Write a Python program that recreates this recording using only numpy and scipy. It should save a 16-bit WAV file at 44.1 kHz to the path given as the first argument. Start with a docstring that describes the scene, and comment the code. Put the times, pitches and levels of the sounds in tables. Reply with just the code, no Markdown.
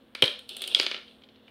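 """Marble on a toy track

A marble clacks down a plastic toy track standing on a table in a small room.
Each contact rings the hollow plastic for a few milliseconds; between contacts tiny bumps
under the rolling marble make a fine rattle. The hardest knock also thumps the stand.
Soft noise and a faint hum lie under the room's short echo."""
import sys
import numpy as np
from scipy import signal
from scipy.fft import rfft, irfft
from scipy.io import wavfile

SR = 44100
rng = np.random.default_rng(int(sys.argv[2]) if len(sys.argv) > 2 else 0)


def wav_record(signal):
    """Record a signal, one row per channel, as 16-bit PCM in the file named by sys.argv[1]."""
    frames = np.transpose(np.atleast_2d(signal))
    bounded = np.clip(frames, -1, 1)
    # unit amplitude maps onto the largest positive 16-bit level
    quanta = np.round(bounded * 32767).astype(np.int16)
    wavfile.write(sys.argv[1], SR, quanta)


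N = 66150
T = np.arange(N) / SR


def from_db(db):
    """Decibels to gain."""
    return 10 ** (np.asarray(db) / 20)


def unit_rms(x):
    """Scale to rms 1."""
    return x / np.sqrt(np.mean(x ** 2) + 1e-20)


def at_hz(table, hz, column=1):
    """Interpolate a table column over log frequency."""
    rows = np.array(table)
    return np.interp(np.log(np.maximum(hz, 1)), np.log(rows[:, 0]), rows[:, column])


def resonate(x, hz, width_hz):
    """Two-pole resonance, unity peak gain."""
    radius = np.exp(-np.pi * width_hz / SR)
    zeros = np.array([1, 0, -1]) * (1 - radius ** 2) / 2
    poles = [1, -2 * radius * np.cos(2 * np.pi * hz / SR), radius ** 2]
    return signal.lfilter(zeros, poles, x + 1e-18)


def ring_part(x, modes, skirt_ratio=1.313):
    """One part of the track: parallel modes, band-limited to their range."""
    ringing = sum(from_db(db) * resonate(x, hz, width_hz) for hz, width_hz, db in modes)
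    edges_hz = [modes[0][0] / skirt_ratio, min(modes[-1][0] * skirt_ratio, SR / 2 - 1000)]
    return signal.sosfilt(signal.butter(2, edges_hz, "band", fs=SR, output="sos"), ringing)


# Room noise spectrum: (frequency [Hz], relative density [dB])
AIR_SPECTRUM = [(25, -20.5), (65, 0.5), (150, -2.5), (260, 0), (520, 0), (900, -9.5), (2000, -13),
                (4000, -27.5), (6500, -35.5), (15000, -31.5)]
# Hum tones: (frequency [Hz], rms level [dB])
HUM_TONES = [(220.7, -66), (258.4, -67), (479, -72)]


def background(air_db=-62):
    """Soft room noise and a faint hum."""
    air_gain = from_db(at_hz(AIR_SPECTRUM, np.fft.rfftfreq(N, 1 / SR)))
    air = irfft(rfft(rng.standard_normal(N)) * air_gain, N)
    hum = sum(from_db(db) * np.sqrt(2) * np.sin(2 * np.pi * (hz * T + rng.random()))
              for hz, db in HUM_TONES)
    return from_db(air_db) * unit_rms(air) + hum


# Track modes, shared with clacks(): (frequency [Hz], width [Hz], gain [dB])
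BODY_MODES = [(324.4, 70, -11), (388, 70, 1), (515, 124, -2.5), (585, 45, -16.5)]
WALL_MODES = [(910, 120, -18.5), (1400, 270, -6.5), (1820, 250, -7), (2330, 320, 5), (2660, 520, -6.5)]
LIP_MODES = [(3777, 360, 2.5), (4095, 140, -0.5)]
RIM_MODES = [(4400, 220, 0), (4723, 320, 23), (5700, 500, -19.5)]
TICK_MODES = [(7300, 210, -13), (8740, 460, 2.5), (9350, 890, 2.5), (10500, 1400, -2), (12900, 1500, -9),
              (14500, 1400, -19.5)]
# Channel modes under the moving marble: (frequency [Hz], width [Hz], gain [dB])
ROLL_CHANNEL_MODES = [(2950, 680, 3.5), (3415, 270, 2.5)]
# Rattle mix: (body [dB], wall [dB], channel [dB], lip [dB], rim [dB])
RATTLE_MIX_DB = [-12.5, -8, 3, -14, -13]
# Rolling envelope: (time [s], level [dB], relative hiss level [dB])
ROLL_ENVELOPE = [(0, -68.5, -26), (0.129, -76, -13), (.17, -55, -26), (.21, -49, -23.5), (.24, -42, -18),
                 (.3, -41, -20), (.38, -54, -26), (0.472, -71, -9), (0.501, -46, -16), (0.552, -49, -18),
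                 (0.591, -43.5, -42), (.68, -44, -16), (0.741, -38, -23), (0.831, -37.5, -21),
                 (.97, -48, -27), (1.04, -64, -18), (1.11, -60, -19), (1.2, -69.5, -14.5),
                 (1.419, -69.5, -40), (1.49, -66, -17)]


def rolling(bumps_per_s=1500, bump_spread_db=2.8, rattle_top_hz=5200):
    """Tiny bumps under the marble ring the track; fine friction adds a treble hiss."""
    sizes = from_db(bump_spread_db * np.minimum(rng.exponential(1, N), 4))
    signs = rng.choice([-1, 1], N)
    bumps = sizes * signs * (rng.random(N) < bumps_per_s / SR)
    parts = (BODY_MODES, WALL_MODES, ROLL_CHANNEL_MODES, LIP_MODES, RIM_MODES)
    rattle = sum(from_db(db) * unit_rms(ring_part(bumps, modes))
                 for modes, db in zip(parts, RATTLE_MIX_DB))
    rattle = signal.sosfilt(signal.butter(4, rattle_top_hz, fs=SR, output="sos"), rattle)
    times_s, level_db, hiss_db = np.transpose(ROLL_ENVELOPE)
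    friction = unit_rms(ring_part(rng.standard_normal(N), TICK_MODES))
    hiss = from_db(np.interp(T, times_s, hiss_db)) * friction
    return (rattle + hiss) * from_db(np.interp(T, times_s, level_db))


def flurry(rise_s, fall_s, flatness=0.8):
    """Burst of tiny reflections that swells and dies within milliseconds."""
    t = T[:2048]
    envelope = (1 - np.exp(-(t / rise_s) ** 2)) * np.exp(-t / fall_s)
    spectrum = rfft(rng.standard_normal(len(t)) * envelope)
    flattened = irfft(spectrum / (np.abs(spectrum) + 1e-9) ** flatness)
    return flattened * np.exp(-t / (10 * fall_s))


# Marble contacts: (time [s], strength [dB], channel note [Hz],
# shares of body [dB], wall [dB], channel [dB], lip [dB], rim [dB], tick [dB])
CONTACTS = [(.1497,-21,3050,-24,-11,-18,-15,-18,-26), (.2222,-2,3140,-18,-16,-7,-20,-22,-25),
            (.2394,-11,3160,-21,-17,-7,-14,-22,-32), (.2547,-21,3400,-21,-22,-8,-7,-20,-18),
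            (.2778,-14,3200,-26,-21,-6.5,-20,-29,-38), (.3905,-30,3140,-32,-24,-9.5,-18,-26,-19),
            (.4911,-27,3150,-29.5,-28,-9,-12,-17,-13.5), (.5665,-23,3140,-27,-24,-12.5,-19,-26,-13),
            (.6188,-18,3400,-30,-21,-12,-20,-22,-14.5), (.6385,-20,3260,-26,-23,-8.5,-16,-19,-27),
            (.676,-18,3020,-33,-27,-13,-21,-22,-15), (.7473,-4,3350,-45,-27,-5,-30,-16,-30),
            (.7641,-20,3550,-24,-18,-10,-13,-20,-27), (.7885,-15,3300,-31,-20,-13,-16,-22,-28),
            (.798,-7,3000,-20,-15,-14,-16,-11,-35), (.8118,-22,3400,-27,-14,-11,-11,-20,-19),
            (.8293,-18,3200,-27,-17,-13,-16,-18,-25), (.864,-13.5,3050,-22,-12.5,-12,-14,-14,-39),
            (.9128,-17,3050,-21,-12,-14,-17,-17,-42), (.9436,-23,3050,-18,-9.5,-9,-14,-20,-40),
            (.9637,-30,3050,-21,-10,-8,-14,-22,-48), (.976,-29,3050,-21,-15,-12,-18,-26,-45),
            (1.079,-41,3280,-29,-25,-7,-19,-24,-36), (1.2184,-47,3200,-14,-11,-8,-14,-30,-40),
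            (1.236,-42,3200,-21,-14,-9,-14,-35,-52), (1.2872,-45,3100,-16,-13,-8,-14,-26,-46),
            (1.358,-50,3200,-14,-14,-11,-13,-26,-45), (1.479,-42,2950,-20,-8,-8,-23,-40,-55)]
# Struck channel modes, before tuning to the note: (frequency [Hz], width [Hz], gain [dB])
CHANNEL_MODES = [(3014, 150, 6.5), (3086, 127, 16), (3490, 120, -7.5)]
# Scatter in each part, body to tick: (rise [s], fall [s], gain [dB])
PART_SCATTER = [(0.00061, 0.0014, -5), (0.00061, 0.0049, -4), (0.0013, 0.0011, -4.5), (.0007, 0.006, -2.5),
                (0.00019, 0.0011, -5.5), (.0002, 0.0027, -7)]


def clacks(rms_window_s=0.0082):
    """Each contact scatters through the track and rings every part; the spot struck sets the note."""
    out = np.zeros(N + SR)
    for time_s, strength_db, note_hz, *shares_db in CONTACTS:
        start = int(time_s * SR)
        tuning = note_hz / CHANNEL_MODES[1][0]
        channel = [(hz * tuning, width_hz, db) for hz, width_hz, db in CHANNEL_MODES]
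        parts = (BODY_MODES, WALL_MODES, channel, LIP_MODES, RIM_MODES, TICK_MODES)
        for modes, share_db, (rise_s, fall_s, part_db) in zip(parts, shares_db, PART_SCATTER):
            ring = ring_part(flurry(rise_s, fall_s), modes)
            ring *= np.sqrt(rms_window_s * SR / np.sum(ring ** 2))
            out[start:start + len(ring)] += from_db(strength_db + share_db + part_db) * ring
    return out[:N]


# Tube modes: (frequency [Hz], T60 [s], gain [dB])
TUBE_MODES = [(532, .1, -12), (2230, .1, -14.5), (3000, .1, -10), (3178, 0.18, -12), (3810, .12, -12)]


def tubes(x):
    """The track's tubes hold a few narrow notes after each blow."""
    return sum(from_db(db) * resonate(x, hz, np.log(1000) / (np.pi * t60_s))
               for hz, t60_s, db in TUBE_MODES)


# Room echo: (frequency [Hz], T60 [s], gain [dB])
ROOM_DECAY = [(152, 0.21, -24), (305, 0.1, -9.5), (550, 0.36, -9.5), (980, 0.37, -9), (1620, 0.34, -2),
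              (3200, 0.35, -10), (5000, .42, -8.5), (9000, 0.21, -5), (15000, .25, -14)]


def echo_patterns(count=8, length=24000, delay_s=0.002, build_s=0.0028):
    """Diffuse echoes, one per marble position; each builds quickly and dies band by band."""
    hz = np.fft.rfftfreq(length, 1 / SR)
    t = np.maximum(T[:length] - delay_s, 0)
    white = rfft(rng.standard_normal((count, length)))
    edges_hz = np.geomspace(60, 20000, 18)
    echoes = np.zeros((count, length))
    for low_hz, high_hz in zip(edges_hz, edges_hz[1:]):
        centre_hz = np.sqrt(low_hz * high_hz)
        envelope = (1 - np.exp(-t / build_s)) * from_db(-60 * t / at_hz(ROOM_DECAY, centre_hz))
        band = irfft(white * (hz >= low_hz) * (hz < high_hz), length) * envelope
        energy = np.sum(band ** 2, axis=1, keepdims=True)
        band *= np.sqrt(2 * (high_hz - low_hz) / SR / energy)  # unity gain in band
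        echoes += from_db(at_hz(ROOM_DECAY, centre_hz, column=2)) * band
    return echoes


def room_echo(x, crossfade_s=0.05):
    """As the marble travels, its sound crossfades from one echo pattern to the next."""
    echoes = echo_patterns()
    out = np.zeros(N)
    for k, echo in enumerate(echoes):
        position = (T / crossfade_s - k) % len(echoes)
        fade = np.sin(np.pi / 2 * position) * (position < 2)
        out += signal.fftconvolve(x * fade, echo)[:N]
    return out


# Stand modes: (frequency [Hz], T60 [s], relative level [dB])
STAND_MODES = [(146, 0.039, -12.5), (306, 0.026, -14), (506, 0.034, -6.5), (910, 0.0051, -3)]


def stand_thump(time_s=0.234, gain_db=-13, low_cut_hz=92):
    """The stand knocks once on the table."""
    t = np.maximum(T - time_s, 0)
    knock = sum(from_db(gain_db + db - 60 * t / t60_s) * np.sin(2 * np.pi * hz * t)
                for hz, t60_s, db in STAND_MODES)
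    return signal.sosfilt(signal.butter(3, low_cut_hz, "high", fs=SR, output="sos"), knock)


def scene():
    """Track, echo and quiet room, in mono."""
    track = clacks() + stand_thump() + rolling()
    track += tubes(track)
    return (track + room_echo(track) + background())[None]


def record(dry):
    """Soft peak limit, then low-pass."""
    peak_limit, cutoff_hz = 0.9, 17000
    rounded = dry / (1 + (dry / peak_limit) ** 6) ** (1 / 6)
    return signal.sosfilt(signal.cheby2(12, 70, cutoff_hz, fs=SR, output="sos"), rounded)


dry = scene()
out = record(dry)
wav_record(out)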